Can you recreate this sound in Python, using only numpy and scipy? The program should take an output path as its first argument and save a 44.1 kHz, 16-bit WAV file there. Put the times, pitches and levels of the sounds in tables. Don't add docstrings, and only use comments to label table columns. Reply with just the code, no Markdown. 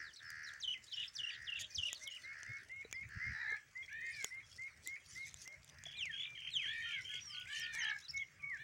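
import sys
import numpy as np
from scipy import signal
from scipy.fft import rfft, irfft, next_fast_len
from scipy.io import wavfile
from scipy.ndimage import uniform_filter1d, map_coordinates

SR = 44100
rng = np.random.default_rng(int(sys.argv[2]) if len(sys.argv) > 2 else 0)


def wav_record(signal):
    frames = np.transpose(np.atleast_2d(signal))
    bounded = np.clip(frames, -1, 1)
    quanta = np.round(bounded * 32767).astype(np.int16)
    wavfile.write(sys.argv[1], SR, quanta)


N = 380583


def amp(db):
    return 10 ** (np.asarray(db) / 20)


def unit(x):
    return x / np.sqrt(np.mean(x ** 2) + 1e-20)


def along(points, hz):
    f, v = np.transpose(points)
    return np.interp(np.log(hz + 1), np.log(f + 1), v)


def add(track, start, x, edge=0.000485):
    t = np.arange(len(x)) / SR
    x = x * np.clip(np.minimum(t, t[-1] - t) / edge, 0, 1)
    x = x[:N - start]
    track[start:start + len(x)] += x


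def wobble(rate, size=N):
    knots = rng.standard_normal(int(size * rate / SR) + 4)
    return map_coordinates(knots, [np.arange(size) * rate / SR])


def filtered(x, response):
    m = next_fast_len(len(x) + 8192)
    return irfft(rfft(x, m) * response(np.fft.rfftfreq(m, 1 / SR)), m)[:len(x)]


def noise(spectrum, patchy_db):
    z = signal.stft(rng.standard_normal(N), nperseg=512)[2]
    patches = uniform_filter1d(rng.standard_normal(z.shape), size=6, axis=0)
    patches = uniform_filter1d(patches, size=10, axis=1)
    x = signal.istft(z * amp(patchy_db * unit(patches)), nperseg=512)[1][:N]
    return unit(filtered(x, lambda hz: amp(along(spectrum, hz))))


def snaps_and_thuds():
    # (time [s], level [dB], hiss of the crack beside its ring [dB])
    snaps = [(0.304, -47.5, 3), (0.431, -54, -3), (0.4919, -61, -3), (0.5378, -53.5, -13),
             (1.6117, -51.5, 6), (1.9302, -33, -4), (1.9473, -50, -2.5), (2.076, -52.5, 10.5),
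             (2.432, -45.5, -16), (2.465, -56, -8), (2.57, -52.5, -18), (2.9131, -51, -8),
             (2.9276, -40, -4), (3.0898, -51, -7), (3.9297, -48, -11), (4.2263, -50, -4),
             (4.245, -27.5, -4), (4.544, -67, 9), (4.561, -59, 2.5), (4.65, -62, 0), (4.8742, -35, 2),
             (5.2691, -53, 0.5), (5.3426, -44, -8), (5.477, -43.5, -6), (5.6456, -52, 1), (5.691, -42, -19),
             (5.8379, -44, -15), (5.8651, -45.5, -16), (6.0562, -39.5, -27), (7.144, -46.5, -20),
             (7.399, -49, -3), (7.5982, -53, 10), (7.7512, -43, -2)]
    # (time [s], starting level [dB], pitch [Hz])
    thuds = [(2.85, -46, 450), (2.927, -40, 2320), (3.522, -52, 465), (4.244, -50, 420),
             (4.872, -56.5, 321), (5.865, -52.5, 670), (7.145, -61, 423)]
    out, t = np.zeros(N + SR), np.arange(round(.045 * SR)) / SR
    for (s, db, sharp_db), ring_hz in zip(snaps, rng.uniform(5470, 7400, len(snaps))):
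        crack = amp(-60 * t / 0.0086) * np.diff(rng.standard_normal(len(t) + 2), n=2) / 2
        modes = np.sin(2 * np.pi * ring_hz * t) + 0.36 * np.sin(np.pi * ring_hz * t)
        ring = amp(-60 * t / 0.012) * modes * (1 + 0.63 * wobble(900, size=len(t)))
        onset = 1 + 1.5 * amp(-60 * t / 0.003)
        out[round(s * SR):][:len(t)] += amp(db + 0.5) * (amp(sharp_db) * crack + 0.7 * ring) * onset
    for s, db, hz in thuds:
        out[round(s * SR):][:len(t)] += amp(db - 60 * t / 0.042) * np.sin(2 * np.pi * hz * t)
    return out[:N]


def torn_grass():
    # (time [s], length [s], level before the wobble and grit [dB])
    tears = [(0.46, 0.045, -67), (0.818, 0.28, -72), (1.348, 0.14, -77), (1.587, 0.052, -52.5),
             (1.696, 0.063, -61), (1.798, 0.27, -64.5), (2.089, 0.181, -71), (4.036, 0.3, -69),
             (4.46, 0.1, -71), (4.805, 0.15, -72.5), (5.04, 0.25, -67), (5.255, 0.21, -67),
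             (6.63, 0.94, -72), (7.114, 0.073, -67.5), (7.515, 0.12, -65.5), (7.717, 0.09, -56)]
    # (frequency [Hz], relative level [dB per Hz])
    rustle = [(1760, -53.5), (3000, -5), (3690, 0), (5490, 7.5), (9320, -5.5), (13500, -9), (15500, -14.5)]
    rustle_db, grit_share = -91, .8
    effort = np.full(N, amp(rustle_db))
    for s, length, db in tears:
        add(effort, round(s * SR), amp(db - 2 * np.arange(0, 1, 1 / (length * SR))), edge=0.03)
    chance = 50 / SR * amp(4 * wobble(6))
    t = np.arange(400) / SR
    fibres = (rng.random(N) < 350 / SR) * rng.exponential(size=N)
    grit = np.convolve(fibres, amp(-60 * t / 0.0087))[:N]
    cracks = (rng.random(N) < chance) * amp(19.4 * rng.random(N))
    puffs = signal.lfilter([1], [1, -np.exp(-1 / (0.003 * SR))], cracks)
    tearing = effort * amp(4.2 * wobble(22)) * (1 + grit_share * grit)
    return (tearing + amp(-76.5) * puffs) * noise(rustle, patchy_db=5)


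def grazing():
    return snaps_and_thuds() + torn_grass()


def voice(hz, orders, rattle_hz, depth, rough, swing, lift_hz, lift_width_hz=220, lift_db=0):
    rattle_hz = rattle_hz * (1 + rough * wobble(38.7, size=len(hz)))
    turn = 2 * np.pi * np.cumsum(rattle_hz) / SR
    shaken_hz = hz * (1 + swing * np.cos(turn) + rough * wobble(159.5, size=len(hz)))
    phase = 2 * np.pi * np.cumsum(shaken_hz) / SR
    tone = 0
    for k, db in orders:
        lift = lift_db * np.exp(-((k * hz - lift_hz) / lift_width_hz) ** 2)
        tone = tone + amp(db + lift) * np.sin(k * phase + k * k)
    return (1 + depth * np.sin(turn)) * tone * np.sqrt(2)


def harsh_caws():
    # (time [s], length [s], level ahead of the throat [dB], first, last rattle [per s], widest opening [0-1])
    caws = [(-.2, 0.3, -50, 79, 77.5, 0.65), (0.19, 0.42, -52.5, 83.4, 66.4, 0.42),
            (0.94, 0.14, -66, 80.5, 76, 1), (1.138, 0.5, -58, 79, 68.5, 0.94),
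            (2.22, 0.4426, -55.5, 76.5, 70.4, 0.56), (3.079, 0.43, -50.5, 76.4, 72.2, 0.7),
            (5.705, 0.26, -66.5, 75.2, 71.3, 1)]
    hoarse = [.006, .005, .01, .007, .014, .016, .012]
    # (frequency [Hz], width [Hz], level [dB]), all frequencies scaled by the opening
    resonances = [(1490, 460, -6.5), (1758, 326, 6), (2300, 420, -43), (4530, 325, -10),
                  (5430, 2000, -21.5)]
    top_hz, pitch_sag, swing = 453, .1, 0.1
    throat_shut, throat_open = 0.99, 1.069
    harsh, opening = np.zeros(N), np.zeros(N)
    for (s, length, db, first, last, widest), rough in zip(caws, hoarse):
        t = np.arange(max(-s, 0), length, 1 / SR)
        start, arch = round(max(s, 0) * SR), np.sin(np.pi * t / length)
        pitch_hz = top_hz * (1 - pitch_sag * (2 * t / length - 1) ** 2)
        rattle_hz = first + (last - first) * t / length
        even = [(k, 0) for k in range(3, 14)]
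        call = voice(pitch_hz, even, rattle_hz, depth=.6, rough=rough, swing=swing, lift_hz=1850)
        opening[start:][:len(t)] = np.clip(widest, 0, 1) * arch
        rasp = 60 * rough * rng.standard_normal(len(t))
        add(harsh, start, amp(db) * arch ** 0.68 * (call + rasp))

    def throat(f):
        total = 0
        for k, (centre, width, db) in enumerate(resonances):
            band = 1j * f * width / (centre * centre - f * f + 1j * f * width)
            total = total + (-1) ** k * amp(db) * band ** 2
        return total

    shut = filtered(harsh * (1 - opening), lambda f: throat(f / throat_shut))
    opened = filtered(harsh * opening, lambda f: throat(f / throat_open))
    return amp(-1.5) * (shut + opened)


def clear_caws():
    # (time [s], length [s], top pitch [Hz], base level [dB], tilt above fourth harmonic [dB per harmonic])
    calls = [(3.884, 0.38, 622, -71.5, -2.5), (6.647, 0.37, 616.4, -68.5, 0.5),
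             (7.461, .39, 609.7, -70.5, 2), (8.562, 0.37, 629.6, -75.5, 1)]
    # (multiple of the pitch, level [dB])
    harmonics = [(2, -28), (3, 0), (4, 0), (5, -11), (6, -8), (7, -16)]
    # (share of the length, pitch factor, gain over the base level [dB])
    share, factor, gain_db = np.transpose([(0, .8, 2), (0.102, .92, 14), (.25, .99, 11),
                                           (0.621, 1.001, 11.5), (.8, .92, 12.5), (1.002, .8, 13)])
    beak_hz, beak_rise_hz, beak_db = 1850, 320, 11
    out = np.zeros(N + SR)
    for s, length, top_hz, db, tilt_db in calls:
        orders = [(k, level + tilt_db * max(k - 4, 0)) for k, level in harmonics]
        u = np.arange(0, 1, 1 / (length * SR))
        hz = uniform_filter1d(top_hz * np.interp(u, share, factor), size=900, mode="nearest")
        lift_hz = beak_hz + beak_rise_hz * np.clip((u - .55) / .15, 0, 1)
        call = voice(hz, orders, rattle_hz=70.32, depth=0.11, rough=.007, swing=0.028,
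                     lift_hz=lift_hz, lift_db=beak_db)
        call = amp(db + np.interp(u, share, gain_db)) * call
        squeak = whistle(np.linspace(1950, 2550, num=900), db + 17.0)
        add(out, round((s - .004) * SR), squeak)
        out[round(s * SR):][:len(u)] += call * np.clip(np.minimum(u, 1 - u) / 0.026, 0, 1)
    return out[:N]


def crows():
    return harsh_caws() + clear_caws()


def kid():
    # (time [s], pitch [Hz], level ahead of the harmonics [dB])
    bleats = [
        [(3.335, 869, -57), (3.39, 882, -54), (3.415, 995, -51), (3.445, 852, -51), (3.49, 888, -51),
         (3.552, 826, -48), (3.58, 841, -68)],
        [(7.725, 804, -60), (7.775, 941, -51.5), (7.812, 964, -49.5), (7.832, 882, -49.5), (7.92, 852.4, -46),
         (7.95, 835, -56), (7.985, 820, -61)],
    ]
    # (multiple of the pitch, level [dB])
    orders = [(1, -18.5), (1.5, -16), (2, 5), (2.5, -8), (4, -29), (4.5, -32.5), (5, -32)]
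    nose_hz, nose_db = 3980, 20.5
    out = np.zeros(N)
    for s, hz, db in map(np.transpose, bleats):
        t = np.arange(s[0], s[-1], 1 / SR)
        call = voice(np.interp(t, s, hz), orders, rattle_hz=63.38, depth=.7, rough=.014, swing=.022,
                     lift_hz=nose_hz, lift_db=nose_db)
        add(out, round(s[0] * SR), amp(np.interp(t, s, db)) * call, edge=0.0086)
    return out


def whistle(hz, db, overtone_db=-26, waver_db=2.5):
    hz = uniform_filter1d(hz, size=90)
    phase = 2 * np.pi * np.cumsum(hz) / SR
    tone = np.sin(phase) + amp(overtone_db) * (np.sin(2 * phase) + 0.19 * np.sin(3 * phase))
    return np.sqrt(2) * amp(db + waver_db * wobble(150.0, size=len(hz))) * tone


def curved(length, start_hz, middle_hz, end_hz, db, overtone_db, swell=0.22):
    u = np.arange(0, 1, 1 / (length * SR))
    hz = start_hz * (1 - u) * (1 - 2 * u) + 4 * middle_hz * u * (1 - u) + end_hz * u * (2 * u - 1)
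    return np.sin(np.pi * u) ** np.abs(swell) * whistle(hz, db, overtone_db)


def chirped_phrases():
    # (delay [s], length [s], start [Hz], middle [Hz], end [Hz], level [dB], overtones [dB])
    phrase = [(0, .021, 6480, 5630, 4190, -44, -27), (0.024, 0.017, 4100, 3700, 3500, -43, -16),
              (0.034, 0.024, 3646, 3063, 3060, -35, -22), (0.076, 0.021, 3190, 2860, 2990, -35, -23.5),
              (0.104, 0.022, 3170, 2900, 2980, -35, -23), (0.127, .021, 3150, 2894, 2251, -38, -19.5),
              (0.152, 0.032, 2105, 1991, 1990, -37, -60)]
    # (time [s], pitch factor, time factor, gain [dB],
    #  more gain of the high lead-in [dB], of the low last note [dB], of the overtones [dB])
    chirps = [(0.601, 1.024, 0.98, -4, -5, -12.5, 1.5), (0.89, 1.003, 1.015, -9.5, -24, -20, -18.5),
              (1.151, 0.97, 1.07, -8, 6, -12, 4), (1.443, 0.94, 1.014, -8.5, -11, -12, -21.5),
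              (1.747, .98, 1.001, -6.5, 8.5, -14, 4), (2.039, 0.99, 0.94, -14, -5.5, -9, -20.5)]
    out = np.zeros(N)
    for s, factor, pace, gain_db, lead_db, last_db, bright_db in chirps:
        extra_db = [lead_db] + [0] * (len(phrase) - 2) + [last_db]
        for (delay, length, *hz, db, overtone_db), more_db in zip(phrase, extra_db):
            note = curved(pace * length, *factor * np.array(hz), db + gain_db + more_db,
                          overtone_db + bright_db, swell=0.21)
            add(out, round((s + pace * delay) * SR), note)
    return out


def rising_whistles():
    # (time [s], length without the quiver [s], pitch approached [Hz], level [dB])
    whistles = [(2.012, 0.083, 2220, -54), (2.233, 0.097, 2205, -51.5), (2.459, 0.12, 2212, -52),
                (2.694, 0.13, 2190, -50), (2.937, 0.096, 2184, -47.5), (3.201, 0.092, 2162, -45),
                (3.47, 0.082, 2180, -44.5), (3.75, 0.08, 2154, -48), (4.01, 0.11, 2160, -48.5),
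                (4.305, 0.098, 2162, -49.5), (4.581, 0.1, 2177, -48), (4.859, 0.1, 2194, -47),
                (5.153, 0.11, 2181, -48.5), (5.452, 0.1, 2176, -55)]
    out = np.zeros(N)
    for s, length, end_hz, db in whistles:
        t = np.arange(0, length, 1 / SR)
        hz = end_hz - 170 * np.exp(-t / 0.0442) - 150 * np.exp(-t / 0.0074)
        rise = whistle(hz, db - 14 * np.exp(-t / 0.0051), overtone_db=-58.0, waver_db=1.6)
        add(out, round(s * SR), rise, edge=0.002)
        end = np.arange(0, .03, 1 / SR)
        shaken_hz = end_hz - 30 + 300 * np.sin(2 * np.pi * 130 * end)
        add(out, round((s + length) * SR), whistle(shaken_hz, db - 10 - 200 * end, waver_db=5))
    return out


def loose_notes():
    # (time [s], length [s], start [Hz], middle [Hz], end [Hz], level [dB])
    notes = [(0, 0.12, 5780, 4300, 2850, -63.5), (0.132, 0.02, 3846, 5970, 3700, -60),
             (0.161, 0.014, 3580, 4590, 5500, -56), (0.169, 0.035, 4340, 4020, 3350, -58),
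             (0.246, 0.066, 5200, 5200, 4600, -58.5), (0.435, 0.032, 6040, 5360, 4320, -55.5),
             (0.467, 0.0326, 4120, 4000, 3195, -54.5), (0.863, 0.053, 2900, 4000, 3200, -62),
             (0.917, 0.0127, 4015, 4074, 3830, -65), (0.926, 0.034, 3850, 5500, 4600, -55.5),
             (1.076, 0.016, 4740, 5330, 4370, -54), (1.309, 0.057, 4500, 4550, 3410, -58.5),
             (1.693, 0.05, 6473, 5680, 4550, -61.5), (1.949, 0.029, 4720, 4270, 3680, -53.5),
             (2.231, 0.026, 4430, 4190, 3720, -62), (2.939, 0.031, 5320, 5100, 4530, -61.5),
             (4.128, 0.026, 4960, 4580, 4000, -57.5), (5.081, 0.076, 7235, 6030, 5400, -64.5),
             (5.156, 0.05, 5280, 4664, 4200, -65), (5.222, 0.033, 4100, 3817, 3260, -65),
             (7.207, 0.16, 5747, 5440, 3930, -54), (7.551, 0.02, 6430, 6080, 6030, -57.5),
             (7.573, 0.084, 6750, 5470, 4370, -54.5), (7.783, 0.062, 6500, 5965, 4500, -51),
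             (7.892, 0.025, 6400, 4880, 2980, -53.5), (8.015, 0.061, 3150, 4040, 3156, -60.5),
             (8.082, 0.029, 4150, 5512, 4680, -47.5), (8.162, 0.0081, 5140, 5730, 5000, -48),
             (8.172, 0.0075, 5050, 6690, 4900, -46.5), (8.176, 0.0069, 3950, 3687, 3900, -54.5),
             (8.193, 0.045, 3070, 3360, 2724, -58), (8.396, 0.029, 2408, 2425, 1950, -59.5)]
    # (time [s], length [s], pitch [Hz], level [dB])
    steady = [(1.7, 0.0586, 2458, -63.5), (2.102, 0.014, 6573, -58), (2.846, 0.0086, 3930, -60.5),
              (3.826, 0.016, 3320, -54.5), (4.102, 0.029, 8970, -64.5), (4.427, 0.027, 3330, -69),
              (4.512, 0.0184, 3300, -66), (7.27, 0.13, 1197, -70), (5.086, 0.028, 9010, -62),
              (6.853, 0.071, 1411, -58.5), (7.085, 0.11, 1482, -63.5), (7.097, 0.049, 1718, -59.5),
              (7.13, 0.063, 2150, -53.5), (7.335, 0.13, 1470, -61.5), (7.49, 0.076, 1168, -71),
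              (7.613, 0.109, 1448, -61.5), (8.39, 0.18, 1164, -71)]
    # (time [s], hold [s], pitch [Hz], sag [s], end [Hz], level before the sag [dB])
    held = [(5.944, 0.047, 2411, 0.034, 1870, -53), (6.244, 0.11, 2370, 0.037, 1640, -56.5),
            (6.748, 0.061, 2322, 0.032, 1553, -48.5), (7.894, 0.0637, 2229, 0.0099, 2187, -49.5),
            (8.133, 0.0845, 2198, 0.0265, 1950, -45.5), (8.424, 0.071, 2228, 0.084, 1500, -45)]
    # (time [s], length [s], start [Hz], middle [Hz], end [Hz], level before its loss [dB])
    slides = [(5.964, 0.205, 4270, 2197, 1604, -43.5), (6.509, 0.17, 4420, 2630, 1530, -40.5)]
    sag_loss_db, slide_loss_db = 7.5, 9
    octave_db, octave_fade_db = -15.5, 38
    out = np.zeros(N)
    for s, *note in notes:
        add(out, round(s * SR), curved(*note, overtone_db=-38.0))
    for s, length, hz, db in steady:
        add(out, round(s * SR), curved(length, hz, hz, hz, db, overtone_db=-35.0))
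    for s, hold, hz, sag, end_hz, db in held:
        u = np.clip((np.arange(0, hold + sag, 1 / SR) - hold) / sag, 0, 1)
        glide = uniform_filter1d(hz + (end_hz - hz) * u, size=500, mode="nearest")
        add(out, round(s * SR), whistle(glide, db - sag_loss_db * u ** 2, overtone_db=-59.0), edge=0.013)
    for s, length, *slide in slides:
        u = np.arange(0, 1, 1 / (length * SR))
        tone = curved(length, *slide, octave_db - octave_fade_db * u ** 2)
        level = amp(3.32 * wobble(67, size=len(u)) - slide_loss_db * u)
        add(out, round(s * SR), np.sin(np.pi * u) ** 0.55 * level * tone)
    return out


def trills():
    # (first, last note [s], first, last top pitch [Hz], first, last level [dB])
    runs = [(5.866, 5.948, 3340, 3447, -51, -55.5), (6.117, 6.232, 3190, 3484, -57, -43),
            (6.363, 6.482, 3156, 3166, -54, -46), (6.593, 6.715, 3136, 3350, -48, -45.5),
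            (6.829, 6.943, 3186, 3200, -52.5, -46.5), (7.055, 7.172, 3130, 3330, -51, -48),
            (7.286, 7.405, 3120, 3233, -58, -49), (7.509, 7.644, 3000, 3224, -56, -46.5),
            (7.816, 7.881, 3046, 3200, -45, -47)]
    pace_s, note_s = .0245, .022
    first_dip_hz, last_dip_hz, dip_db = 300, 1150, 2.5
    undertone_hz, undertone_db = 2250, -12
    out = np.zeros(N)
    dip = np.abs(np.linspace(-1, 1, round(note_s * SR))) ** 3.69
    size = len(dip)
    for first, last, first_hz, last_hz, first_db, last_db in runs:
        count = round((last - first) / pace_s) + 1
        for u, (detune, scatter, late) in zip(np.linspace(0, 1, count), rng.standard_normal((count, 3))):
            dip_hz = first_dip_hz + (last_dip_hz - first_dip_hz) * u
            hz = first_hz + (last_hz - first_hz) * u + 40 * detune - dip_hz * dip
            level_db = first_db + (last_db - first_db) * np.sqrt(u) + 0.99 * scatter
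            level_db = level_db - dip_db * dip + 2.4 * wobble(233.0, size=size)
            under_hz = undertone_hz + 160 * wobble(200, size=size)
            under = whistle(under_hz, level_db + undertone_db, overtone_db=-20.0)
            start = round((first + (last - first) * u + 0.00056 * late) * SR) - size // 2
            add(out, start, whistle(hz, level_db, overtone_db=-24.5) + under, edge=0.00049)
        for delay, tick_db in (.011, -4), (.022, -15), (.033, -12):
            tick = curved(0.016, last_hz + 250, last_hz - 200, 2060, last_db + tick_db, overtone_db=-33.0)
            add(out, round((last + delay) * SR), tick)
    return out


def buzzes():
    # (time [s], length [s], level at the start [dB])
    bursts = [(0.956, 0.11, -50.5), (1.285, 0.084, -58), (1.549, 0.1084, -51), (1.855, 0.097, -54.5)]
    # (frequency [Hz], relative level [dB per Hz])
    band_points = [(2300, -46), (2800, 19.5), (3400, 34), (4000, 18), (4500, -42)]
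    centre_hz, swing_hz, tone_share = 3150, 650, .55
    out = np.zeros(N)
    band = noise(band_points, patchy_db=1.5)
    for s, length, db in bursts:
        t, start = np.arange(0, length, 1 / SR), round(s * SR)
        cycle = np.cumsum(110 * (1 + 0.09 * wobble(60, size=len(t)))) / SR
        chop = (1 + 0.28 * np.sin(2 * np.pi * cycle)) * amp(db + 6 * t / length)
        tone = whistle(centre_hz + swing_hz * np.cos(np.pi * (cycle % 1)), 0, overtone_db=-18.5)
        mixed = tone_share * tone + (1 - tone_share) * band[start:][:len(t)]
        add(out, start, chop * mixed, edge=0.01)
    return out


def songbirds():
    return chirped_phrases() + rising_whistles() + loose_notes() + trills() + buzzes()


def trees(x, t60):
    t = np.arange(SR // 2) / SR
    tail = rng.standard_normal(len(t)) * amp(-60 * t / t60) * (t > .008)
    return signal.fftconvolve(x, tail / np.linalg.norm(tail))[:N]


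def flock(count=260):
    out = np.zeros(N)
    for when, pitch, slide, long, loud in rng.random((count, 5)):
        u = np.arange(0, 1, 1 / ((0.032 + 0.054 * long) * SR))
        hz = 2300 * 3 ** pitch * (1 + 0.46 * (slide - .65) * u)
        tone = np.sin(np.pi * u) * np.sin(2 * np.pi * np.cumsum(hz) / SR)
        add(out, round(when * (N - SR // 10)), amp(-72 - 16 * loud) * tone)
    return .7 * out + trees(out, t60=0.12)


def wind():
    # (time [s], peak level [dB], length [s])
    gusts = [(1.767, -56, 0.048), (2.487, -58.5, 0.039), (3.013, -59, 0.11), (3.155, -47, 0.027),
             (3.263, -47, 0.069)]
    # (frequency [Hz], relative level [dB per Hz])
    rumble = [(15, -51.5), (30, -13), (75, 4.5), (119, 3.5), (281, -19.5), (350, -49), (460, -26),
              (770, -120)]
    t, level = np.arange(N) / SR, amp(-73 + 3.5 * wobble(13))
    for s, db, length in gusts:
        level = level + amp(db) * np.exp(-((t - s - length / 2) / np.abs(length / 2)) ** 2)
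    return level * noise(rumble, patchy_db=-1.0)


def distance():
    # (time [s], length [s], level before its waver [dB])
    drones = [(1.517, 1, -77), (5.297, 0.59, -78)]
    # (frequency [Hz], relative level [dB per Hz])
    hum_points = [(100, -40), (130, 0.5), (160, -2.5), (200, -16), (280, -44.5)]
    # (frequency [Hz], relative level [dB per Hz])
    field = [(120, -66), (200, -13.5), (353, -13.5), (881, -17.5), (1470, -9), (2080, -4.5), (2690, -12),
             (4030, -25), (5810, -15.5), (13500, -32), (15100, -16.5), (15900, -11)]
    hum_s, hum_rise_s, hum_db = 4.63, 0.56, -75
    t = np.arange(N) / SR
    tone = np.sin(2 * np.pi * np.cumsum(600 + 40 * wobble(90)) / SR) * amp(7 * wobble(18))
    drone = sum(amp(db) * np.sin(np.pi * np.clip((t - s) / length, 0, 1)) for s, length, db in drones) * tone
    hum = amp(hum_db) * np.clip((t - hum_s) / hum_rise_s, 0, 1) * noise(hum_points, patchy_db=3.0)
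    return drone + hum + amp(-64.5) * noise(field, patchy_db=3.5)


def scene():
    birds, far = songbirds(), crows() + kid()
    near_scatter = trees(amp(-12.5) * birds, t60=.08)
    far_scatter = trees(amp(-14.5) * birds + amp(-8) * far, t60=0.24)
    voices = birds + far + near_scatter + far_scatter
    return (grazing() + voices + flock() + wind() + distance())[None]


def record(dry):
    # (centre [Hz], width [Hz], gain [dB])
    treble = [(13350, 2920, -10.5), (15400, 900, -5)]
    top_hz = 15850

    def response(hz):
        colour_db = sum(db * np.exp(-((hz - centre) / width) ** 2) for centre, width, db in treble)
        return amp(colour_db) * (hz < top_hz)

    return filtered(dry[0], response)[None]


dry = scene()
out = record(dry)
wav_record(out)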